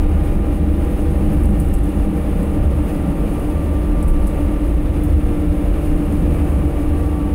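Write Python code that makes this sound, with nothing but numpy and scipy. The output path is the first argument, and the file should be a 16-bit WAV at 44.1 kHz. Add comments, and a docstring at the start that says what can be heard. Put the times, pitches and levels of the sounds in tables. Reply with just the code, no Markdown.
"""Inside the cabin of a six-cylinder diesel bus, one microphone near the floor.
From the start, engine and gear tones locked to the engine speed sit in road rumble that booms in the cabin;
air hisses at the windows and a limiter ducks everything on bass peaks. A loose fitting chatters faintly;
it ticks at 0.8 s, clusters between 1.3 and 1.9 s, then ticks now and then until 6.1 s.
All the while the engine sinks very slightly, from about 1543 to 1475 rpm, and takes its tones down."""
import sys
import numpy as np
from scipy import signal
from scipy.fft import rfft, irfft
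from scipy.io import wavfile
from scipy.ndimage import uniform_filter1d

SR = 44100
rng = np.random.default_rng(int(sys.argv[2]) if len(sys.argv) > 2 else 0)


def put_to_file(sound):
    """Save the sound as 16-bit audio at rate SR, in the file named by the first command-line argument."""
    columns = np.atleast_2d(sound).T  # one column per channel
    safe = np.clip(columns, -1, 1)
    whole_steps = np.round(safe * 32767)
    wavfile.write(sys.argv[1], SR, whole_steps.astype(np.int16))


def boost_factor(decibels):
    """Convert a level in decibels to a linear amplitude factor."""
    exponent = np.asarray(decibels, float) / 20
    return 10 ** exponent


N = 323694


def rms_one(x):
    """Scales to rms 1."""
    return x / np.sqrt(np.mean(x ** 2) + 1e-20)


def in_time(rows):
    """Columns of a curve table, one value a sample."""
    s, *columns = np.transpose(rows)
    return [np.interp(np.arange(N) / SR, s, c) for c in columns]


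def drift(corner_hz):
    """Slow random wander of rms 1: noise through two equal one-pole low-passes."""
    hop = 100  # samples between computed points
    r = np.exp(-2 * np.pi * corner_hz * hop / SR)
    noise = rng.standard_normal(N // hop + 1002)
    slow = signal.lfilter([1], [1, -2 * r, r * r], noise)[1000:]  # without the filter's start
    return np.interp(np.arange(N) / hop, np.arange(len(slow)), rms_one(slow))


def coloured(x, spectrum):
    """Gives x the colour of a (f/Hz, density/dB) spectrum; rms 1."""
    hz, db = np.transpose(spectrum)
    bins_hz = np.arange(N // 2 + 1) * SR / N + 1
    gain_db = np.interp(np.log(bins_hz), np.log(hz), db, -120, -120)
    return rms_one(irfft(rfft(x) * boost_factor(gain_db), N))


def resonant_noise(modes):
    """Noise twice through each resonance, so the valleys stay dark."""
    out = np.zeros(N)
    for hz, width, db in modes:
        r = np.exp(-np.pi * width / SR)
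        section = [1, 0, -1, 1, -2 * r * np.cos(2 * np.pi * hz / SR), r * r]
        noise = rng.standard_normal(N + SR // 2)
        ringing = signal.sosfilt([section, section], noise)[SR // 2:]
        out += boost_factor(db) * rms_one(ringing)
    return out


def steadied(x, share, window_s):
    """Rms 1, with a share of its own slow level swing taken out."""
    power = uniform_filter1d(x ** 2, int(window_s * SR)) + 1e-9
    return rms_one(x / power ** (share / 2))


def dying(clicks, t60):
    """Turns each click into an envelope that dies away by 60 dB in t60 seconds."""
    return signal.lfilter([1], [1, -boost_factor(-60 / (t60 * SR))], clicks)


def strokes(cycles, count):
    """Samples where the shaft passes each of count marks a cycle, and the mark passed."""
    mark = np.floor(count * cycles).astype(int)
    at = np.flatnonzero(np.diff(mark)) + 1
    return at, mark[at] % count


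def road():
    """Tyre and body noise in the cabin resonances, broad roar, and air hiss that flutters."""
    # slow levels before the random swells:
    # (t/s, body shake rms/dB, cabin boom rms/dB, floor drone rms/dB, swing of roar and hiss/dB)
    road_levels = [(0, -18, -21, -26, 0.7), (0.5, -19, -20.5, -25, -0.8), (1.0, -20.5, -20, -28.5, 0.2),
                   (1.4, -19, -13.5, -20.5, 1), (1.75, -18.5, -18.5, -25.7, -1.2),
                   (2.3, -19.5, -24, -26.5, 0.7), (2.65, -23.5, -18, -29, 0),
                   (3.2, -19.5, -27.5, -27.5, 1.4), (3.65, -26, -16, -32.5, -0.6),
                   (4.1, -12.5, -27, -27.5, 0.5), (4.45, -20.5, -22.5, -30, 0.5),
                   (5.1, -20, -16.5, -29, -0.6), (5.9, -17.5, -25, -29, 0.5), (6.3, -23, -15, -22.5, 0.5),
                   (6.85, -24, -18, -32, -0.3), (7.34, -26, -17, -26, 0.0)]
    # cabin and floor resonances, level within each group: (f/Hz, width/Hz, level/dB)
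    shake_modes = [(25.9, 8.5, -1), (44.4, 16, 1)]
    boom_modes = [(54.8, 14.2, -5.5), (73.97, 10.7, -0.5), (91, 39, -11)]
    drone_modes = [(160, 60, 0.85), (202.2, 21.6, -1.85)]
    # higher resonances under road drive: (f/Hz, width/Hz, rms level/dB)
    panel_modes = [(294.4, 34, -28.6), (337.5, 33, -35), (473, 60, -41.5), (586.6, 60, -44.5),
                   (764, 53, -49.5), (1181, 71, -52.5), (1828, 120, -58.5), (2266, 26, -65.5),
                   (2360, 49, -66), (2820, 70, -61), (3290, 37, -74), (3590, 40, -70), (3810, 30, -73),
                   (3980, 60, -73)]
    # faint whistle in the draught, before it comes and goes: (f/Hz, width/Hz, rms level/dB)
    whistle_modes = [(15030, 90, -72)]
    # colours of roar and air hiss: (f/Hz, relative density per Hz/dB)
    roar_colour = [(8.2, -24), (14, -10.5), (64, 1.5), (88, -7.5), (123, -12), (181, -10.5), (242, -11.5),
                   (301, -15.5), (402, -14.5), (592, -18.5), (1010, -29.5), (1190, -29), (1590, -36),
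                   (2840, -38), (4500, -62.5), (5850, -90), (9900, -120)]
    hiss_colour = [(1760, -23), (3000, -18), (4200, -14.5), (5180, -14.5), (5800, -20), (6390, -14),
                   (7560, -16), (8340, -9.5), (9660, -5), (13100, -12), (15100, -11.5), (16000, -12)]

    swell_corner_hz, swell_db = 8, 2.5  # each low band swells and fades at random
    gust_corner_hz, flutter_db = 5.7, 0.86  # roar and hiss flutter together
    *lows, rush_db = in_time(road_levels)
    shake_db, boom_db, drone_db = [db + swell_db * drift(swell_corner_hz) for db in lows]
    gust_db = rush_db + flutter_db * drift(gust_corner_hz)

    out = boost_factor(shake_db) * steadied(resonant_noise(shake_modes), share=0.54, window_s=0.056)
    out += boost_factor(boom_db) * steadied(resonant_noise(boom_modes), share=0.34, window_s=0.13)
    out += boost_factor(drone_db) * steadied(resonant_noise(drone_modes), share=0.45, window_s=0.083)
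    out += resonant_noise(panel_modes)
    out += boost_factor(4.0 * drift(2.5)) * resonant_noise(whistle_modes)
    out += boost_factor(-23.5 + gust_db) * coloured(rng.standard_normal(N), roar_colour)
    hiss_db = -49.8 + gust_db + 0.82 * drift(9.1)  # with a quicker flutter of its own
    return out + boost_factor(hiss_db) * coloured(rng.standard_normal(N), hiss_colour)


def ticks(chatter_per_s, chatter_db, chatter_t60, cabin_t60, cabin_db):
    """Each tick is a short scratchy contact that shakes every mode anew; fainter ones chatter at random."""
    # ticks of a loose fitting: (t/s, force level/dB, brightness/dB per octave, contact t60/s)
    tick_rows = [(0.835, -56, -3, .016), (1.3299, -61, 14, 0.039), (1.4336, -55, 8, .02),
                 (1.4551, -46.5, -4, 0.015), (1.488, -64, 2, .03), (1.5005, -65, 2, .05),
                 (1.5914, -57, 0, .016), (1.5993, -42.5, 4, .016), (1.6244, -62, 0, .016),
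                 (1.6501, -61, 0, .03), (1.6851, -60.5, 0, .016), (1.7305, -55, -2, .016),
                 (1.7386, -43.5, -4, .016), (1.7853, -56, -3, .016), (1.8352, -53, -2, .016),
                 (1.8911, -52, -6, .016), (2.4753, -61.5, 0, .016), (3.3962, -58, 2, .016),
                 (4.0272, -45, -6, 0.017), (4.0771, -57, 0, .016), (4.0800, -62, 18, 0.043),
                 (4.2702, -46, -3, 0.017), (4.278, -59, 0, .016), (5.035, -57.5, 15, .03),
                 (6.1235, -54, 0, .016)]
    # modes the fitting rings with: (f/Hz, relative level/dB, t60/s)
    fitting_modes = [(5200, -18, .002), (7980, -11, .015), (8700, -6, .004), (9400, -6, .015),
                     (10100, 0, .004), (11000, -1, .004), (12200, -5, .003), (13500, -7, .003),
                     (14900, -8, .004)]

    chance = rng.standard_normal((len(tick_rows), len(fitting_modes)))
    chatter_hits = rng.random(N) < chatter_per_s / SR
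    faint = chatter_hits * boost_factor(chatter_db + 4.2 * rng.standard_normal(N))
    faint = dying(faint + 1e-18, chatter_t60)
    after = np.arange(SR // 10) / SR
    cabin = boost_factor(-60 / (cabin_t60 * SR))
    out = np.zeros(N)
    for k, (hz, mode_db, t60) in enumerate(fitting_modes):
        contact = faint * boost_factor(mode_db)
        octaves = np.log2(max(hz, 8000) / 8400.0)
        for (s, db, tilt, contact_t60), luck in zip(tick_rows, chance[:, k]):
            strength_db = db + mode_db + tilt * octaves + 2.0 * luck
            contact[int(s * SR):][:len(after)] += boost_factor(strength_db - 60 * after / contact_t60)
        # the contact itself, then its diffuse return from the cabin
        diffuse = boost_factor(cabin_db) * (1 - cabin) * dying(contact, cabin_t60)
        force = (contact + diffuse) * rng.standard_normal(N)
        r, w = boost_factor(-60 / (t60 * SR)), 2 * np.pi * hz / SR
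        out += signal.lfilter([0, np.sin(w)], [1, -2 * r * np.cos(w), r * r], force)
    return signal.sosfilt(signal.butter(2, 4200, "high", fs=SR, output="sos"), out)


def knock(cycles, knock_db, clatter_db):
    """A pulse per firing, uneven by cylinder, clatter gated by it, and valve contacts that repeat each cycle."""
    # each cylinder's knock in firing order, before a random spread: (relative level/dB)
    cylinder_levels = [-10, -6, -27, 7, -2, 4]

    def band(x, low_hz, high_hz):
        """Second-order band-pass."""
        return signal.sosfilt(signal.butter(2, [low_hz, high_hz], "band", fs=SR, output="sos"), x)

    at, cylinder = strokes(cycles, count=6)
    pulses, contacts = np.zeros(N), np.zeros(N)
    pulses[at] = boost_factor(np.array(cylinder_levels)[cylinder] + 2.0 * rng.standard_normal(len(at)))
    block = band(pulses, 380, 1300)
    clatter = band(dying(pulses, 0.092) * rng.standard_normal(N), 900, 3200)

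    at, angle = strokes(cycles, count=600)
    contacts[at] = rng.standard_normal(600)[angle]  # one random pattern, the same every cycle
    valves = band(contacts, 650, 2500)
    valves = signal.lfilter([1], [1, -.9], valves)  # the cabin floor dulls them
    valves = boost_factor(-46) * rms_one(valves)
    return boost_factor(knock_db) * rms_one(block) + valves + boost_factor(clatter_db) * rms_one(clatter)


def standing_db(hz):
    """Standing waves at the seat lift or cancel a tone that passes through their pitch."""
    # standing waves: (f/Hz, width/Hz, lift/dB)
    standing_waves = [(203.5, 2.5, 13), (296.5, 5, 13), (335, 6, 11), (555, 7, 10), (780, 3, -13),
                      (895.5, 3, -14), (922, 6, -14), (1164, 3.7, -17), (1192, 6.5, -14)]
    return sum(db * np.exp(-.5 * ((hz - centre) / width) ** 2) for centre, width, db in standing_waves)


def tone(cycles, order, db, waver_db):
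    """One order of the rotation; its level wavers slowly."""
    phase = 2 * np.pi * (order * cycles + rng.random())
    return np.sqrt(2) * boost_factor(db + waver_db * drift(1.0)) * np.sin(phase)


def drivetrain(cycles):
    """Engine orders and gear whine as clean lines on the shaft angle."""
    # engine tones, level before the waver: (multiple of the four-stroke cycle rate, rms level/dB)
    engine_orders = [(1, -41), (4, -34), (6, -33), (8, -45), (9, -47), (12, -37), (13, -37), (14, -41),
                     (15, -44), (17, -46), (18, -41), (21, -48), (22, -38), (23, -40), (27, -44), (29, -44),
                     (34, -54), (38, -41), (40, -52), (42, -53), (48, -46), (54, -58), (56, -59), (61, -56),
                     (68, -59), (96, -60), (106, -66), (144, -66)]
    # gear tones, level before the waver: (multiple of the gear rate, rms level/dB)
    gear_orders = [(6, -47), (10, -62), (14, -61), (15, -68), (22, -67), (24, -62), (26, -69), (34, -73),
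                   (36, -69), (38, -74)]
    # engine tones with little waver: a steady order 2, the rest lifted or cancelled by standing waves;
    # level before lift and waver: (multiple of the four-stroke cycle rate, rms level/dB)
    calm_orders = [(2, -30), (16, -45), (24, -39), (26, -48), (44, -50), (72, -46)]
    # gear tones with little waver, lifted or cancelled by standing waves;
    # level before lift and waver: (multiple of the gear rate, rms level/dB)
    calm_gear_orders = [(3, -46), (8, -43), (12, -43.5)]

    gear = 7.8 * cycles  # gear turns per four-stroke cycle
    out = sum(tone(cycles, order, db, waver_db=2.5) for order, db in engine_orders)
    out += sum(tone(gear, order, db, waver_db=3.5) for order, db in gear_orders)
    for shaft, orders in ((cycles, calm_orders), (gear, calm_gear_orders)):
        shaft_hz = np.gradient(shaft) * SR
        for order, db in orders:
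            lifted_db = db + standing_db(order * shaft_hz)
            out += tone(shaft, order, lifted_db, waver_db=1.2)
    return out


def scene():
    """All sources at one microphone near the floor."""
    # engine speed: (t/s, speed/rpm)
    engine_speed = [(0.0, 1542.9), (0.6, 1537.8), (1.2, 1527.3), (1.8, 1527.7), (2.4, 1519.2),
                    (3.0, 1515.8), (3.6, 1507.1), (4.2, 1504.1), (4.8, 1496.6), (5.4, 1493.7),
                    (6.0, 1489.6), (6.6, 1484.2), (7.34, 1475.3)]
    rpm = in_time(engine_speed)[0]
    cycles = np.cumsum(rpm / 120 / SR)  # a four-stroke cycle takes two turns
    engine = drivetrain(cycles) + knock(cycles, knock_db=-61.5, clatter_db=-55)
    fitting = ticks(chatter_per_s=25, chatter_db=-67, chatter_t60=0.015, cabin_t60=0.15, cabin_db=6.0)
    return (road() + fitting + engine)[None]


def band_limit(x):
    """A steep low-pass at the top of the band."""
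    return signal.sosfilt(signal.butter(12, 16710, fs=SR, output="sos"), x)


def record(dry):
    """A fast limiter pulls the gain down on bass peaks and lets go within tens of ms; the top is cut."""
    threshold_db, ratio = -8.27, 0.6  # ratio: share of the excess taken off
    over_db = np.maximum(20 * np.log10(np.abs(dry[0]) + 1e-9) - threshold_db, 0)
    slope = 294.0 * np.arange(N) / SR  # release of the held excess, dB per second
    held_db = np.maximum.accumulate(over_db + slope) - slope
    r = np.exp(-1 / (0.0015 * SR))  # 1.5 ms smoothing
    early_db = np.roll(held_db, -60)  # looks 60 samples ahead
    duck_db = signal.lfilter([1 - r], [1, -r], early_db)
    ducked = dry * boost_factor(-ratio * duck_db)
    top_cut = signal.ellip(10, .2, 40, 15730, fs=SR, output="sos")  # corner in Hz
    return band_limit(signal.sosfiltfilt(top_cut, ducked))


dry = scene()
out = record(dry)
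put_to_file(out)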